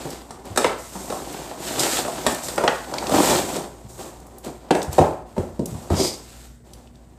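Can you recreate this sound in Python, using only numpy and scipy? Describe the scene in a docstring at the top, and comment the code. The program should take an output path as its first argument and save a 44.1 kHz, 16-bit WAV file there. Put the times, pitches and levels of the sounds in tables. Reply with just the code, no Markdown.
"""A table in a small, bare room, picked up by one microphone: hands brush and knock a cardboard box.
A plastic tray is dragged out in two hard pulls; stick-slip noise rasps, hisses and drums on the hollow box.
Card catches, ringing as damped modes, and snaps and ticks in noise bursts; its walls thud as low tones.
The empty box is lifted and knocked upright on the table, and a hand slides off it in a bright hiss.
Mains hum, made of wavering tones, and shaped room noise lie under it all."""
import sys
import numpy as np
from scipy import signal
from scipy.fft import rfft, irfft, next_fast_len
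from scipy.io import wavfile
from scipy.ndimage import map_coordinates

SR = 44100
rng = np.random.default_rng(int(sys.argv[2]) if len(sys.argv) > 2 else 0)


def int16_out(signal):
    """Quantize to a 16-bit WAV file."""
    q = np.round(np.clip(np.atleast_2d(signal).T, -1, 1) * 32767)
    wavfile.write(sys.argv[1], SR, q.astype(np.int16))


N = 316637

# the tray slides out of its box, levels ahead of each kind of slip's share:
# (t/s, friction level/dB, panel drumming level/dB)
TRAY_PULL = [(0.9, -53, -50), (1.12, -46.5, -37.5), (1.35, -42, -35.5), (1.57, -47, -38.5),
             (1.67, -32.5, -34), (1.77, -34.5, -29.5), (1.81, -27, -22.5), (1.9, -28.5, -33.5),
             (1.97, -25, -28.5), (2.04, -38, -33), (2.23, -39.5, -34), (2.32, -35.5, -25.5),
             (2.42, -41, -42.5), (2.6, -42, -31.5), (2.72, -41.5, -36), (2.85, -46.5, -45),
             (2.92, -44.5, -32), (3.08, -39.5, -28.5), (3.151, -27.5, -16), (3.21, -25.5, -15.5),
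             (3.26, -24.5, -23.5), (3.31, -24, -18.5), (3.39, -28.5, -22), (3.441, -37, -31.5),
             (3.56, -35.5, -28), (3.72, -56, -44.5), (3.881, -57.5, -49)]


def knocks(hollow_db=2):
    """Each blow sounds into the room, and the air inside the box rings on."""
    # card and tray catch or strike; snap and edge levels are rms ahead of their envelopes:
    # (t/s, knock peak level/dB, panel f/Hz, snap level/dB, crisp edge level/dB, base panel t60/s)
    contacts = [(0.052, -20.5, 512, -42, -43, 0.018), (0.307, -23.5, 793, -42, -34.5, 0.0097),
                (0.56, -20.5, 562, -24, -25, 0.023), (0.5744, -9, 600, -8, -11.5, .029),
                (0.644, -6, 600, -8, -23.5, 0.021), (0.953, -24.5, 846, -37, -38, .035),
                (1.101, -17.5, 503, -24, -29.5, 0.041), (1.124, -15, 730, -48, -35, 0.04),
                (1.511, -21.5, 744, -36, -52, .039), (1.794, -31, 512, -33, -12.5, 0.031),
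                (1.832, -18.5, 580, -22, -16, 0.024), (1.865, -14, 648, -24, -25.5, 0.043),
                (1.987, -14, 734, -40, -19, 0.02), (2.049, -17, 708, -28, -46.5, .06),
                (2.081, -17, 711, -40, -38, .08), (2.2652, -7.5, 670, -7.5, -14, 0.011),
                (2.484, -22.5, 560, -26.5, -21.5, 0.025), (2.579, -9, 575, -14.5, -25.5, 0.043),
                (2.638, -6, 644, -16, -26.5, 0.033), (2.678, -6.5, 816, -9.5, -32.5, 0.032),
                (2.937, -17.5, 940, -40, -42.5, 0.033), (3.025, -18.5, 904, -31, -48, .022),
                (3.094, -13.5, 657, -37, -26.5, 0.02), (3.118, -17, 610, -30, -34, .04),
                (3.311, -7.5, 582, -29, -27.5, 0.039), (3.563, -18.5, 467, -46, -24.5, .09),
                (4.464, -21, 407, -37, -44, 0.039), (4.707, -2.5, 517, -13.5, -25, 0.022),
                (4.75, -10.5, 605, -19, -26.5, .05), (4.981, 2, 621, -29, -25.5, 0.061),
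                (4.988, -2, 739, -17.5, -27, 0.074), (5.365, -22, 610, -39, -48, 0.048),
                (5.38, -8.5, 353, -35, -38.5, .018), (5.593, -12, 320, -40, -40, 0.038),
                (5.902, -9, 392, -32, -34.5, 0.018), (5.995, -11.5, 382, -39, -32, 0.061)]
    # resonances of the air in the box: (f/Hz, width/Hz, relative level/dB)
    cavity = [(166, 9.1, 5), (289.5, 22, 1.5), (377, 7.6, -12.5), (442, 6.6, 2.5), (493, 4.1, -2.5),
              (700, 13, 2), (725, 3.5, -1.5), (874, 6.4, 1), (933, 10, 6), (1170, 7.4, -9),
              (1360, 3.2, -0.5), (1500, 21, -8.5), (1720, 58, -10), (2500, 24, -3)]
    out, blows = np.zeros(N), np.zeros(N)
    for s, *contact in contacts:
        ring, crack = blow(*contact)
        add(blows, s, ring + crack)
        add(out, s, room(ring, wet_db=-1.5) + room(crack, wet_db=-2))
    return out + amp(hollow_db) * resonate(blows, cavity)


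def blow(db, hz, snap_db, edge_db, t60):
    """One contact: the ring of a well-damped panel, and the crunch of the creased card."""
    # modes of a card panel: (multiple of its pitch, relative level/dB, share of the ring time)
    panel = [(0.361, -13.5, 1.5), (.53, -3.5, 1.04), (0.693, -0.5, 0.96), (0.847, 1.5, 1.07),
             (1.001, 5.5, 0.78), (1.191, 1, 0.68), (1.419, -1, 0.62), (1.741, -10, 0.84), (2.2, -21.5, 1.2),
             (2.901, -25.5, 0.61)]
    # spectrum of the snapping card: (f/Hz, relative level/dB)
    snap_spectrum = [(250, -33), (700, 4), (1200, 14.5), (1750, 11.5), (2200, 6.5), (2650, 4.5), (3900, -2),
                     (6500, -14.5), (15000, -63.5)]
    # spectrum of the crisp edge: (f/Hz, relative level/dB)
    edge_spectrum = [(1500, -63.5), (3500, 4), (5000, 2.5), (6500, 1), (8000, 6), (9300, 1.5), (10600, -9),
                     (12500, -6), (16000, -30)]
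    t = np.arange(SR // 5) / SR
    ring = np.zeros(len(t))
    for k, (ratio, level, life) in enumerate(panel):
        level_chance, pitch_chance = rng.standard_normal(2)  # no two blows excite the modes alike
        mode_hz = hz * ratio * (1 + 0.033 * pitch_chance)
        mode = np.sin(2 * np.pi * mode_hz * t) * fade(t, t60 * life)
        ring += (-1) ** k * amp(level + level_chance) * mode
    snap = crunch(t, snap_spectrum, t60=0.024, rise=0.00073)
    edge = crunch(t, edge_spectrum, t60=0.034, rise=0.00062)
    return amp(db) * ring / np.max(np.abs(ring)), amp(snap_db) * snap + amp(edge_db) * edge


def crunch(t, spectrum, t60, rise):
    """A short burst of coloured noise: fibres giving way."""
    return coloured(rng.standard_normal(len(t)), spectrum) * fade(t, t60) * (1 - np.exp(-t / rise))


def sliding():
    """Coarse slips drum on the hollow box, finer ones rasp, and the flat faces hiss."""
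    # resonances of the hollow box: (f/Hz, width/Hz, relative level/dB)
    box = [(90, 52, -10), (172, 70, -3), (285.5, 57, 2.5), (373, 64, 1), (496, 91, -1), (670, 145, -2.5),
           (786, 85, 0.5), (985, 270, -7.5)]
    # spectrum of the rasp: (f/Hz, relative level/dB)
    rasp_spectrum = [(500, -32.5), (1000, -8.5), (1400, 1.5), (2200, -1), (3600, 0), (5000, -2.5),
                     (9000, -36)]
    # spectrum of the hiss: (f/Hz, relative level/dB)
    hiss_spectrum = [(2000, -38), (3700, -6), (4800, -3), (6200, 1), (7800, 5), (9000, 0.5), (10200, -7.5),
                     (12000, -2.5), (15500, -14.5)]
    drum_share_db, rasp_share_db, hiss_share_db = -0.5, -2.5, -0.5
    drum_gain, rasp_gain, hiss_gain = rubbing()
    judder = wobble(70)  # the pressure of the hand is never even
    drum = unit(resonate(slips(rate=380, smooth=0.69), box))
    rasp = coloured(slips(rate=450, smooth=1.0), rasp_spectrum)
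    hiss = coloured(slips(rate=900, smooth=1.7), hiss_spectrum)
    drum *= drum_gain * amp(drum_share_db + 0.92 * judder)
    rasp *= rasp_gain * amp(rasp_share_db + 1.4 * judder)
    hiss *= hiss_gain * amp(hiss_share_db + 0.55 * judder)
    return room(drum + rasp + hiss, wet_db=-9.5)[:N]


def rubbing():
    """Gains of drumming, rasp and hiss: pull and brushes add in power; brightness trades rasp for hiss."""
    # hands, sleeves and flaps brush the card, levels ahead of each kind of slip's share:
    # (t/s, length/s, friction level/dB, brightness/dB, panel drumming level/dB)
    brushes = [(-0.03, 0.16, -43, -0.5, -36.5), (0.16, 0.24, -58, 0, -45), (0.431, 0.12, -50, -1, -38.5),
               (0.59, 0.084, -38, -4, -29.5), (0.76, 0.13, -46.5, 3, -54.5), (0.909, 0.27, -45, 4, -38.5),
               (2.417, 0.02, -39, 8, -42), (3.87, 0.12, -52, 4.5, -46), (3.97, 0.059, -43.5, 1.5, -36),
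               (4.047, 0.37, -61, 1.5, -46), (4.423, 0.023, -43.5, 0, -34),
               (4.594, 0.22, -60.5, -1.5, -46.5), (4.723, 0.11, -48, 1.5, -33),
               (4.9, 0.093, -41, 0.5, -33.5), (4.99, 0.027, -50, -5.5, -21), (5.25, 0.69, -60.5, 0.5, -50),
               (5.354, 0.047, -53.5, 3, -34), (5.657, 0.2, -51.5, 2, -40.5), (5.889, 0.11, -40.5, -1, -26),
               (6.15, 0.3, -51.5, 0.5, -52.5), (6.63, 0.21, -61.5, 0.5, -52),
               (6.916, 0.38, -67.5, 0, -57.5)]
    friction_db, drum_db = curves(TRAY_PULL)
    power = amp([drum_db, friction_db, friction_db]) ** 2
    for s, length, db, bright_db, drumming_db in brushes:
        shares = amp([[drumming_db], [db - bright_db], [db + bright_db]])
        power += (shares * stroke(s, length, attack=0.031, release_db_per_s=115.5)) ** 2
    return np.sqrt(power)


def slips(rate, smooth):
    """Friction: tiny stick-slip jolts of uneven size, rate a second on average, over a smooth rub."""
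    happens = rng.random(N) < rate / SR
    sizes = amp(3 * np.clip(rng.standard_normal(N), -2, 2))
    jolts = happens * rng.choice([-1, 1], N) * sizes
    return unit(unit(jolts) + smooth * rng.standard_normal(N))


def stroke(s, length, attack, release_db_per_s):
    """Gain of one stroke of the hand: it swells over the attack and dies away once length has passed."""
    t = np.arange(N) / SR - s
    swell = np.sin(np.pi / 2 * np.clip(t / attack, 0, 1)) ** 2
    return swell * amp(-release_db_per_s * np.maximum(t - length, 0))


def catches(count=30, scatter_db=2, spread_octaves=0.32):
    """The moving tray snags lightly at random moments, as hard as it is being pulled."""
    knock_over_drumming_db, snap_over_friction_db, panel_hz = -3, 0.5, 710
    out = np.zeros(N)
    times, friction, drumming = np.transpose(TRAY_PULL)
    for s in rng.uniform(times[0], times[-1], count):
        size, pitch = rng.standard_normal(2)
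        knock_db = np.interp(s, times, drumming) + knock_over_drumming_db + scatter_db * size
        snap_db = np.interp(s, times, friction) + snap_over_friction_db + scatter_db * size
        hz = panel_hz * 2 ** (spread_octaves * pitch)
        ring, crack = blow(knock_db, hz, snap_db, snap_db, t60=0.027)
        add(out, s, ring + crack)
    return room(out, wet_db=-5.5)[:N]


def thuds():
    """The broad walls of the box flex: two low partials that swing and die away."""
    # a whole wall flexes: (t/s, lower partial's level ahead of its envelope/dB, f/Hz)
    wall_flexes = [(0.053, -25, 153), (0.502, -23, 96), (0.574, -18, 245), (0.953, -24, 190),
                   (1.126, -33, 126), (1.393, -29, 155), (2.267, -15, 241), (2.676, -23, 160),
                   (3.181, -16, 287), (3.842, -27.5, 120), (4.469, -32, 146), (4.709, -19, 310),
                   (4.879, -13.5, 80.5), (4.992, -9, 156), (4.996, -9.5, 90.8), (5.383, -12.5, 88),
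                   (5.599, -13.5, 166), (5.718, -19.5, 121), (5.74, -19.5, 88.4), (5.905, -6.5, 85.5),
                   (5.915, -14.5, 202), (5.994, -12, 376.4)]
    out, t = np.zeros(N), np.arange(SR // 2) / SR
    envelope = fade(t, t60=0.12) * (1 - np.exp(-t / 0.0051))
    for s, db, hz in wall_flexes:
        swing = np.sin(2 * np.pi * hz * t) + 0.47 * np.sin(2 * np.pi * hz * 1.7 * t)
        add(out, s, room(amp(db) * swing * envelope, wet_db=-8.5))
    return out


def ticks(octaves=0.73):
    """Stiff edges flick past each other: brief bursts of noise around one frequency."""
    # card edges and thin plastic: (t/s, rms level ahead of the envelope/dB, centre f/Hz)
    flicks = [(0.104, -23.5, 7000), (0.453, -34, 7750), (1.327, -26.5, 7150), (1.803, -13, 7050),
              (2.32, -21, 7940), (2.345, -18.5, 7330), (2.5586, -23, 7160), (2.6772, -3.5, 2580),
              (2.9386, -19.5, 4540), (2.9823, -13.5, 3480), (3.068, -17, 3630), (4.2005, -39, 7500),
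              (4.2667, -38, 8800), (4.383, -30, 8960), (4.4452, -27.5, 6700), (4.7105, -13.5, 3800),
              (4.817, -19, 3500), (4.8282, -18, 6200), (4.929, -18.5, 7600), (5.657, -17, 7400),
              (6.734, -30, 6000), (6.8724, -43, 2710), (6.9551, -44, 4500)]
    out, t = np.zeros(N), np.arange(SR // 20) / SR
    envelope = fade(t, t60=0.019) * (1 - np.exp(-t / 0.0017))
    for s, db, centre in flicks:
        def band(hz):
            """A bell on the octave scale."""
            return np.exp(-0.5 * (np.log2((hz + 1) / centre) / octaves) ** 2)
        click = unit(filtered(rng.standard_normal(len(t)), band)) * envelope
        add(out, s, room(amp(db) * click, wet_db=-7))
    return out


def swipe():
    """The hand slides off the box: dense slips of skin on glossy card, brightest near 5 kHz."""
    # spectrum of the palm on the card: (f/Hz, relative level/dB)
    palm = [(1000, -45), (2200, -5.5), (2700, -12.5), (3200, -6), (4400, -3), (4950, 7), (5400, -2.5),
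            (6400, -1), (9000, -4.5), (10300, -15.5), (12800, -11.5), (15500, -34.5)]
    speed = stroke(s=5.93, length=0.14, attack=0.079, release_db_per_s=171)
    skin = coloured(slips(rate=5900, smooth=0.97), palm)
    return skin * speed * amp(-25 + 0.72 * wobble(70))


def background():
    """Room noise and an electrical hum of tones that waver in level and phase."""
    # mains hum; the two lowest tones beat: (f/Hz, rms level about which it wavers/dB)
    hum_tones = [(55.2, -64), (59.2, -49.5), (118.4, -61), (236.9, -57.5)]
    # spectrum of the room noise: (f/Hz, relative level/dB)
    air = [(25, -20.5), (38, 2), (55, 3), (80, -5), (130, -2), (200, -7.5), (300, -11.5), (600, -17.5),
           (1000, -30.5), (2000, -30), (4000, -66), (8000, -32), (11000, -53.5), (15500, -47.5)]
    t = np.arange(N) / SR
    hum = np.zeros(N)
    for hz, db in hum_tones:
        gain = np.sqrt(2) * amp(db + 1.5 * wobble(7.3))
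        hum += gain * np.sin(2 * np.pi * hz * t + 0.4 * wobble(6.5))
    return hum + amp(-50.5) * coloured(rng.standard_normal(N), air)


def room(x, wet_db, gap=0.0017):
    """x and the answer of the walls: a fresh noise tail each call, decaying at its own pace per frequency."""
    # decay of the bare room: (f/Hz, t60/s)
    walls = [(80, 0.65), (210, 0.32), (560, 0.43), (1500, 0.56), (4000, 0.25), (8000, 0.43), (15000, 0.26)]
    hz, t, z = signal.stft(rng.standard_normal(SR * 3 // 4), SR, nperseg=256)
    decay = 1e-3 ** (t / along(walls, hz)[:, None])
    tail = signal.istft(z * decay, SR, nperseg=256)[1]
    # the reflections build up over about gap seconds
    tail = tail * (1 - np.exp(-(np.arange(len(tail)) / SR / gap) ** 2))
    answer = amp(wet_db) * tail / np.linalg.norm(tail)
    answer[0] += 1  # the direct sound
    return signal.fftconvolve(x, answer)


def resonate(x, modes):
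    """x through a bank of (f/Hz, width/Hz, level/dB) resonances of alternating sign."""
    def response(f):
        """Sum of the band-pass resonances."""
        total = 0
        for k, (centre, width, db) in enumerate(modes):
            damping = 1j * f * width
            total = total + (-1) ** k * amp(db) * damping / (centre * centre - f * f + damping)
        return total
    return filtered(x, response)


def amp(db):
    """Decibels to gain."""
    return 10 ** (np.asarray(db) / 20)


def unit(x):
    """x at rms 1."""
    return x / np.sqrt(np.mean(x ** 2) + 1e-20)


def along(points, hz):
    """(f/Hz, value) points read on a log frequency axis."""
    f, v = np.transpose(points)
    return np.interp(np.log(hz + 1), np.log(f + 1), v)


def curves(rows, rest_db=-120):
    """One level per sample for each column after the time; rest_db outside the rows."""
    s, *cols = np.transpose(rows)
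    return [np.interp(np.arange(N) / SR, s, c, left=rest_db, right=rest_db) for c in cols]


def fade(t, t60):
    """Exponential decay that loses 60 dB in t60 seconds."""
    return np.exp(-np.log(1000) * t / max(t60, 1e-4))


def wobble(rate):
    """A smooth random curve, rate knots a second."""
    knots = rng.standard_normal(8192)
    return map_coordinates(knots, [np.arange(N) * rate / SR], mode="wrap")


def filtered(x, response):
    """x times a response of frequency, padded so that tails have room to die."""
    m = next_fast_len(len(x) + 8192)
    return irfft(rfft(x, m) * response(np.fft.rfftfreq(m, 1 / SR)), m)[:len(x)]


def coloured(x, spectrum):
    """x filtered by a spectrum, at rms 1."""
    return unit(filtered(x, lambda hz: amp(along(spectrum, hz))))


def add(track, s, sound):
    """Mix a sound into the track at s seconds."""
    part = track[max(round(s * SR), 0):][:len(sound)]
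    part += sound[:len(part)]


def scene():
    """Everything at one microphone."""
    box_and_tray = knocks() + sliding() + catches() + thuds() + ticks()
    return (box_and_tray + swipe() + background())[None]


def record(dry):
    """The microphone sheds deep rumble, the hardest knocks flatten, and nothing passes above the band limit."""
    rumble_hz, top_hz = 46, 15450
    lean = signal.sosfilt(signal.butter(4, rumble_hz, "highpass", fs=SR, output="sos"), dry[0])
    held = lean / (1 + np.abs(lean) ** 8) ** (1 / 8)  # bends only close to full scale
    return filtered(held, lambda hz: hz < top_hz)[None]


dry = scene()
out = record(dry)
int16_out(out)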